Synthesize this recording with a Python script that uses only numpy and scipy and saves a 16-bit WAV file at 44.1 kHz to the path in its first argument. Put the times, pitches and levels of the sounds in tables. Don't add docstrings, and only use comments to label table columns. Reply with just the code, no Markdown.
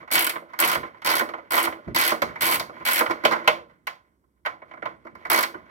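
import sys
import numpy as np
from scipy import signal
from scipy.fft import rfft, irfft
from scipy.io import wavfile
from scipy.ndimage import uniform_filter1d

SR = 44100
rng = np.random.default_rng(int(sys.argv[2]) if len(sys.argv) > 2 else 0)


def store_pcm(level_fs):
    pcm = np.round(np.clip(level_fs, -1, 1) * 32767).astype(np.int16)
    wavfile.write(sys.argv[1], SR, np.atleast_2d(pcm).T)


N = 251370

# t/s, level/dB
RUB = [(0., -51), (.3, -82.5), (.5, -59), (.75, -42), (1., -59.5), (1.2, -49.5), (1.47, -58.5),
       (1.8, -51.5), (2.3, -45.5), (2.6, -38.5), (2.78, -52), (3.13, -49), (3.4, -37.5), (3.75, -69),
       (4.201, -79), (4.4, -87), (4.47, -68), (4.87, -54), (4.98, -63), (5.2, -57.5), (5.7, -55)]
# t/s, rumble level/dB, t60/s
ROCKS = [(0., -44.5, .15), (.15, -28.5, .2), (.36, -46, .2), (.6, -61, .2), (.76, -27.5, .3),
         (1.05, -37.5, .3), (1.2, -40, .3), (1.52, -51, .3), (1.66, -40.5, .3), (1.865, -19.5, 0.29),
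         (1.94, -32.5, 0.21), (2.22, -30.5, .4), (2.409, -31, .2), (2.57, -34.5, .3), (2.801, -36, .15),
         (3.08, -32, .2), (3.25, -33.5, .3), (3.48, -41.5, .4), (3.87, -57.5, .4), (4.461, -49, .2),
         (4.841, -45.5, .4), (5.12, -38, .2), (5.28, -35, .3), (5.55, -41, .3)]
# weight/dB, crack/dB, brightness/dB
KNOCKS = [(0.027, -46, 6.5, -15, -25), (0.077, -38, -18, -11, -20.5), (0.105, -32, -27.5, -21, -17),
          (0.3343, -35, -1, -20, -23), (0.3572, -27.5, -2, -6, -28), (0.4177, -55.5, 19.5, -13, -25),
          (0.5344, -32.5, -14, -18, -20), (0.7529, -22.5, -2.5, -2.5, -11), (0.832, -31, 1, -9.5, -38),
          (0.9449, -45, -4, -17, -24), (1.0193, -37, -12.5, -4, -11), (1.2084, -20.5, 4.5, -29, -14),
          (1.289, -32.5, 1, -5, -11.5), (1.3369, -30.5, 0.5, -11, -22), (1.3823, -43, 11.5, -14, -23),
          (1.6702, -21, 0.5, -24, -26), (1.7243, -34, 2.5, -2, -18), (1.7854, -57, 19, -10, -22),
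          (1.8774, -46, 17, -20, -15), (2.1188, -22, 7, -9, -6), (2.2196, -18, 0.5, -6.5, -6.5),
          (2.2866, -49, 14, -15, -23), (2.3572, -29, -28, -23, -21.5), (2.597, -24.5, -6, -2.5, 1),
          (2.6947, -43, 11.5, -13, -31), (2.7662, -47.5, 7, -22, -29.5), (2.8064, -39, 1, -31, -30.5),
          (3.0076, -15.5, 1.5, -12, -11.5), (3.0617, -24.5, -3.5, -5.5, -14), (3.0979, -27, 6.5, -21, -14),
          (3.108, -21.5, -3, -6.5, -11), (3.2374, -27, 10, -24, -13.5), (3.2507, -14, 1, 4.5, -4.5),
          (3.311, -22, -4, -17.5, -10), (3.3209, -16.5, -4.5, -17, -13), (3.331, -19.5, -8, -11, -16.5),
          (3.358, -26.5, -0.5, -17.5, -20.5), (3.476, -11.5, -3, 4, -7.5), (3.8704, -23, -15.5, -1, -8.5),
          (4.239, -72.5, 6, -22, -32), (4.4513, -26, -16.5, -14.5, -23), (4.4603, -19.5, -8, -7, -17),
          (4.6194, -43.5, 4.5, -12.5, -35.5), (4.7122, -41.5, -5.5, -8, -26.5),
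          (4.7369, -40, -0.5, -20, -23), (4.773, -44.5, 1.5, -20, -34.5), (4.8231, -30, -2, -12.5, -30),
          (4.8557, -26.5, -1, -7, -21), (5.0503, -49, 14, -30, -15), (5.0676, -39.5, -6, -22, -21),
          (5.1517, -43.5, 1, -21.5, -12), (5.252, -27, -13, -24, -20), (5.268, -53.5, 2, -9, -1),
          (5.433, -20.5, -27, -0.5, -3.5), (5.5409, -35.5, 4, -33, -28)]
# body/dB, crack/dB, edge/dB
STROKES = [(0.1142, 0.2945, 13, 0.33, -15, -19, -3.5, -4.5, 3.5, 1),
           (0.5893, 0.7462, 13, 0.12, -17.5, -17.5, -5, -4.5, 1, 0),
           (1.0471, 1.1938, 12, 0.01, -21, -20, -1, -3.5, -0.5, 0.5),
           (1.507, 1.65, 13, 0, -19.5, -22, -2.5, -1.5, 1, -2),
           (1.947, 2.1053, 13, 0.03, -18, -19, -1, -6, 2, 1),
           (2.4085, 2.5554, 14, 0, -16, -19, -5, -3.5, 3.5, 0.5),
           (2.852, 2.991, 13, 0.02, -17.5, -19.5, -1, -8, 0.5, -2),
           (5.3, 5.427, 9, 0.08, -13, -14.5, -9, -1, 0, 1)]
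# f/Hz, level/dB, t60/s (before hand damping), left minus right/dB, left lead/rad
TUB_MODES = [(170, -14, .4, 1, 1.5), (228, -20, 1, -15, 3.5), (343.6, -7.5, 0.57, -13.5, 0.45),
             (425, -13.5, 0.73, -8.5, -8), (483, -12.5, 0.77, 1.5, 0.1), (534, -15.5, .35, -2, -8),
             (631.6, -2, 0.41, -3, 0), (720, -8.5, 0.6, 4, -1), (789, -13.5, 0.3, 2, -5),
             (960, -9, 0.6, -4, 8.5), (929, -11, 0.44, -10, -1), (946, 4, 0.05, -12.5, -0.5),
             (1000, -17, 0.052, -10, 2), (1223, 2, .15, -7, -1.5), (1381, -4.5, 0.4, -7, -3),
             (1565, -6.5, 0.095, -8.5, -7.5), (1770, -11, 0.13, -3, -0.5), (1837, -1.5, 0.25, 6.5, -2),
             (1950, 0, 0.16, -3, -1), (2320, -6, 0.22, 2.5, 24), (2150, -7, .12, 6, 3.5),
             (2240, -1, 0.024, 4.5, 3.3), (2750, -27.5, .1, 4, 7.5), (2620, -14.5, 0.05, 7.5, -9.5),
             (3100, -9.5, 0.049, 6.5, -3.5), (3050, 2.5, .12, -7, -1.5), (2970, -11, .12, 16, -19.5)]
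HEAD_MODES = [(5050, -6, .02, 0., 1.5), (11100, -4, .01, 3, 1.), (12500, -3, .01, 3, -1.),
              (13300, -6, .01, 4, 2.)]
HANDLE_MODES = [(2050, -13.5, .05, -2, 1.), (2250, -10, .05, 0.5, 3.1)]
EDGES_HZ = [150, 450, 750, 1300, 2500, 3800, 8000, 19000]
THIRDS_HZ = 40 * 2 ** (np.arange(2, 27) / 3)
# f/Hz, level/dB
DENSE_DB = [(100, -56.5), (170, -31.5), (339, -5), (380, -7.5), (547, -8), (833, 0), (1600, -1),
            (2210, -4.5), (2480, -8), (6340, -14), (12900, -30), (15600, -18.5), (16500, -17.5)]
# f/Hz, t60/s
QUICK_T60 = [(200, .1), (1000, .08), (2200, .08), (3500, .055), (6000, .042), (12000, .032)]
# f/Hz, width/Hz, level/dB
CROWDS = [(232.6, 17, 9), (335.2, 18, 10), (478, 18, 5), (594.3, 117, 4.5), (1037, 66, 7), (1454, 150, 3),
          (2017, 280, 6), (2243, 65, 7), (3230, 100, -6), (4400, 1000, 0.5), (10670, 1200, 2),
          (12200, 2500, 10)]
# f/Hz, t60/s
SHOP_T60 = [(100, 0.28), (260, 0.53), (700, 0.32), (1840, 0.24), (4850, 0.24), (12800, 0.21)]
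# f/Hz, level/dB
SHOP_DB = [(200, -9), (1000, -11), (3000, -12), (6000, -13), (12000, -14)]
# f/Hz, left minus right/dB
LEFT_DB = [(60, -8), (110, -0.5), (200, -6.5), (380, -4), (700, -1.5), (1290, -8.5), (2380, -1.5),
           (4400, -1.5), (8120, 5), (15000, -1)]
# f/Hz, level/dB
AIR = [(32, -35.5), (55, 2.5), (139, -21), (176, -9), (304, -9), (843, -28.5), (972, -19), (1560, -31),
       (2280, -40.5), (8000, -36.5), (16000, -39)]

AIR_OFFSET_DB, DENSE_OFFSET_DB, TUB_OFFSET_DB, HEAD_OFFSET_DB = -47.5, 16, -14.5, -8
LEFT_LAG_SAMPLES = 15
KNOCK_CONTACT_MS, PAWL_CONTACT_MS = 2.9, 1.6
BODY_PER_WEIGHT, SNAP_PER_EDGE = .27, 1.14
CLANK_PER_CRACK = .25
FIRST_TOOTH_DB, TOOTH_JITTER_MS = -3, 1.2
SNAP_SCATTER_DB, RING_SCATTER_DB = 2.5, 1.88
COLOUR_SCATTER_DB = 1.5
BOUNCE_MS, BOUNCE_DB, BOUNCE_DULLING_DB = 5.5, -4, -5.5
ROCK_RISE_S = .015
TREBLE_EDGE_HZ, TREBLE_END_HZ = 15900, 16963


def undb(db):
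    return 10 ** (np.asarray(db) / 20)


def along(table, hz):
    f, v = np.transpose(table)
    return np.interp(np.log(hz + 1), np.log(f + 1), v)


def band(x, lo_hz, hi_hz, order=2):
    return signal.sosfilt(signal.butter(order, [lo_hz, hi_hz], "band", fs=SR, output="sos"), x)


def walk(rate_hz):
    hold = int(SR / rate_hz)
    steps = np.repeat(rng.standard_normal(N // hold + 1), hold)
    return uniform_filter1d(steps, hold // 2)[:N]


def drag_db():
    return np.interp(np.arange(N) / SR, *np.transpose(RUB))


def rub():
    ring_db = drag_db() + 4.5 * walk(25)
    grains = rng.standard_normal(N) * (rng.random(N) < .05)
    offsets_db = np.array([-11, -12, -14, -16, -18, -26, -30])
    return grains * undb(ring_db + offsets_db[:, None])


def ringing(modes):
    t = np.arange(SR // 2) / SR
    hz, db, t60, left_db, lead = np.transpose(modes)[:, :, None]
    t60 = np.minimum(t60, 5 / np.sqrt(hz))
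    ears = []
    for side in (.5, -.5):
        decay = undb(db + side * left_db - 60 * t / t60)
        ears.append(np.sum(decay * np.sin(2 * np.pi * hz * t + side * lead), axis=0))
    return np.array(ears)


def tub(force):
    tap = undb(TUB_OFFSET_DB) * ringing(TUB_MODES) + undb(HEAD_OFFSET_DB) * ringing(HEAD_MODES)
    return sum(signal.fftconvolve(part[None], band(tap, lo, hi))[:, :N]
               for part, lo, hi in zip(force, EDGES_HZ, EDGES_HZ[1:]))


def fade(power, t60):
    return signal.lfilter([1], [1, -10 ** (-6 / (t60 * SR))], power)


def crowd(x):
    hz = np.arange(N // 2 + 1) * SR / N
    lift = .65 + sum(undb(db) / (1 + (2 * (hz - f) / width) ** 2) for f, width, db in CROWDS)
    return irfft(rfft(x) * lift / 2, N)


def clatter(force):
    out = 0
    metal = crowd(rng.standard_normal((2, N)))
    air = rng.standard_normal((2, N))
    for hz in THIRDS_HZ:
        part = np.clip(np.searchsorted(EDGES_HZ, hz) - 1, 0, 6)
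        power = force[part] ** 2
        wandering = power * undb(2 * 1.6 * walk(60))
        metal, air = np.roll(metal, 5000, axis=1), np.roll(air, 5000, axis=1)
        walls = np.maximum(fade(power, along(SHOP_T60, hz)) - fade(power, .04), 0)
        energy = fade(wandering, along(QUICK_T60, hz)) + undb(2 * along(SHOP_DB, hz)) * walls
        metal_gain = undb(along(DENSE_DB, hz) + DENSE_OFFSET_DB) * np.sqrt(energy)
        air_gain = undb(along(AIR, hz) + AIR_OFFSET_DB + 2 * walk(4))
        near, own = metal * metal_gain + air * air_gain
        apart = hz / (hz + 1500)
        left = np.sqrt(1 - apart) * np.roll(near, LEFT_LAG_SAMPLES) + np.sqrt(apart) * own
        pair = np.array([left, near]) * undb(along(LEFT_DB, hz) * np.array([[.5], [-.5]]))
        out = out + band(pair, hz / 1.164, hz * 1.104)
    return out


def rocking():
    t = np.arange(N) / SR
    swell = undb(.35 * drag_db() - 37.5 + 1.5 * walk(4.1))
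    for s, db, t60 in ROCKS:
        since = np.maximum(t - s, 0)
        swell = swell + undb(db - 60 * since / t60) * (1 - np.exp(-since / ROCK_RISE_S))
    mid, side = band(rng.standard_normal((2, N)), 62, 370, order=4)
    pair = mid + .45 * side * np.array([[1], [-1]])
    return swell * undb(11 + np.array([[-1.5], [1.5]])) * pair


def blows(s, parts_db, contact_ms):
    force = np.zeros((len(parts_db), N))
    t = np.arange(2048) / SR
    along_contact = t * 1000 / contact_ms
    rattle = rng.standard_normal((len(s), len(t)))
    rattle *= along_contact ** .29 * np.exp(-along_contact)
    rattle /= np.sqrt(np.sum(rattle ** 2, axis=1, keepdims=True))
    starts = ((s - contact_ms / 2000) * SR).astype(int)
    for at, db, shape in zip(starts, np.transpose(parts_db), rattle):
        force[:, at:at + len(t)] += undb(db)[:, None] * shape[:N - at]
    return force


def knocks():
    s, ring, weight, crack, edge = np.transpose(KNOCKS)
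    parts_db = [ring + weight - CLANK_PER_CRACK * crack - 1.5,
                ring + weight + CLANK_PER_CRACK * crack + 7,
                ring + BODY_PER_WEIGHT * weight + 4,
                ring - 1.5,
                ring + crack + 4,
                ring + edge + 6,
                ring + SNAP_PER_EDGE * edge + 3]
    return blows(s, parts_db, KNOCK_CONTACT_MS)


def pawl():
    rows = []
    chance = rng.standard_normal((len(STROKES), 20, 10))
    for stroke, luck in zip(STROKES, chance):
        first, last, teeth, slowing, snap_db, ring_db, change_db, body, crack, edge = stroke
        way = np.linspace(0, 1, round(teeth))
        late, snap_luck, ring_luck, *colour = luck[:len(way)].T * (way > 0)
        s = first + (last - first) * ((1 - slowing) * way + slowing * way ** 4)
        s = s + late * (way < 1) * TOOTH_JITTER_MS / 1000
        trend = change_db * way + FIRST_TOOTH_DB * (way == 0)
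        snap = snap_db + trend + SNAP_SCATTER_DB * snap_luck
        ring = ring_db + trend + RING_SCATTER_DB * ring_luck
        parts = [ring + body - 2, ring + body - 4, ring + body, ring - 4,
                 ring + crack, ring + edge, snap + 5]
        rows.append([s, *(parts + COLOUR_SCATTER_DB * np.array(colour))])
    s, *parts_db = np.concatenate(rows, axis=1)
    dulling_db = BOUNCE_DULLING_DB * np.linspace(0, 1, len(parts_db))[:, None] ** 4
    bounce_db = np.array(parts_db) + BOUNCE_DB + dulling_db
    s = np.append(s, s + BOUNCE_MS / 1000)
    return blows(s, np.append(parts_db, bounce_db, axis=1), PAWL_CONTACT_MS)


def handle(teeth):
    return signal.fftconvolve(teeth[3:4], ringing(HANDLE_MODES))[:, :N]


def scene():
    teeth = pawl()
    force = teeth + knocks() + rub()
    return tub(force) + clatter(force) + handle(teeth) + rocking()


def record(dry):
    rounded = 1.15 * np.tanh(dry / 1.15)
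    dull = signal.sosfilt(signal.ellip(6, .3, 32, TREBLE_EDGE_HZ, fs=SR, output="sos"), rounded)
    return signal.sosfilt(signal.ellip(10, .2, 90, TREBLE_END_HZ, fs=SR, output="sos"), dull)


dry = scene()
out = record(dry)
store_pcm(out)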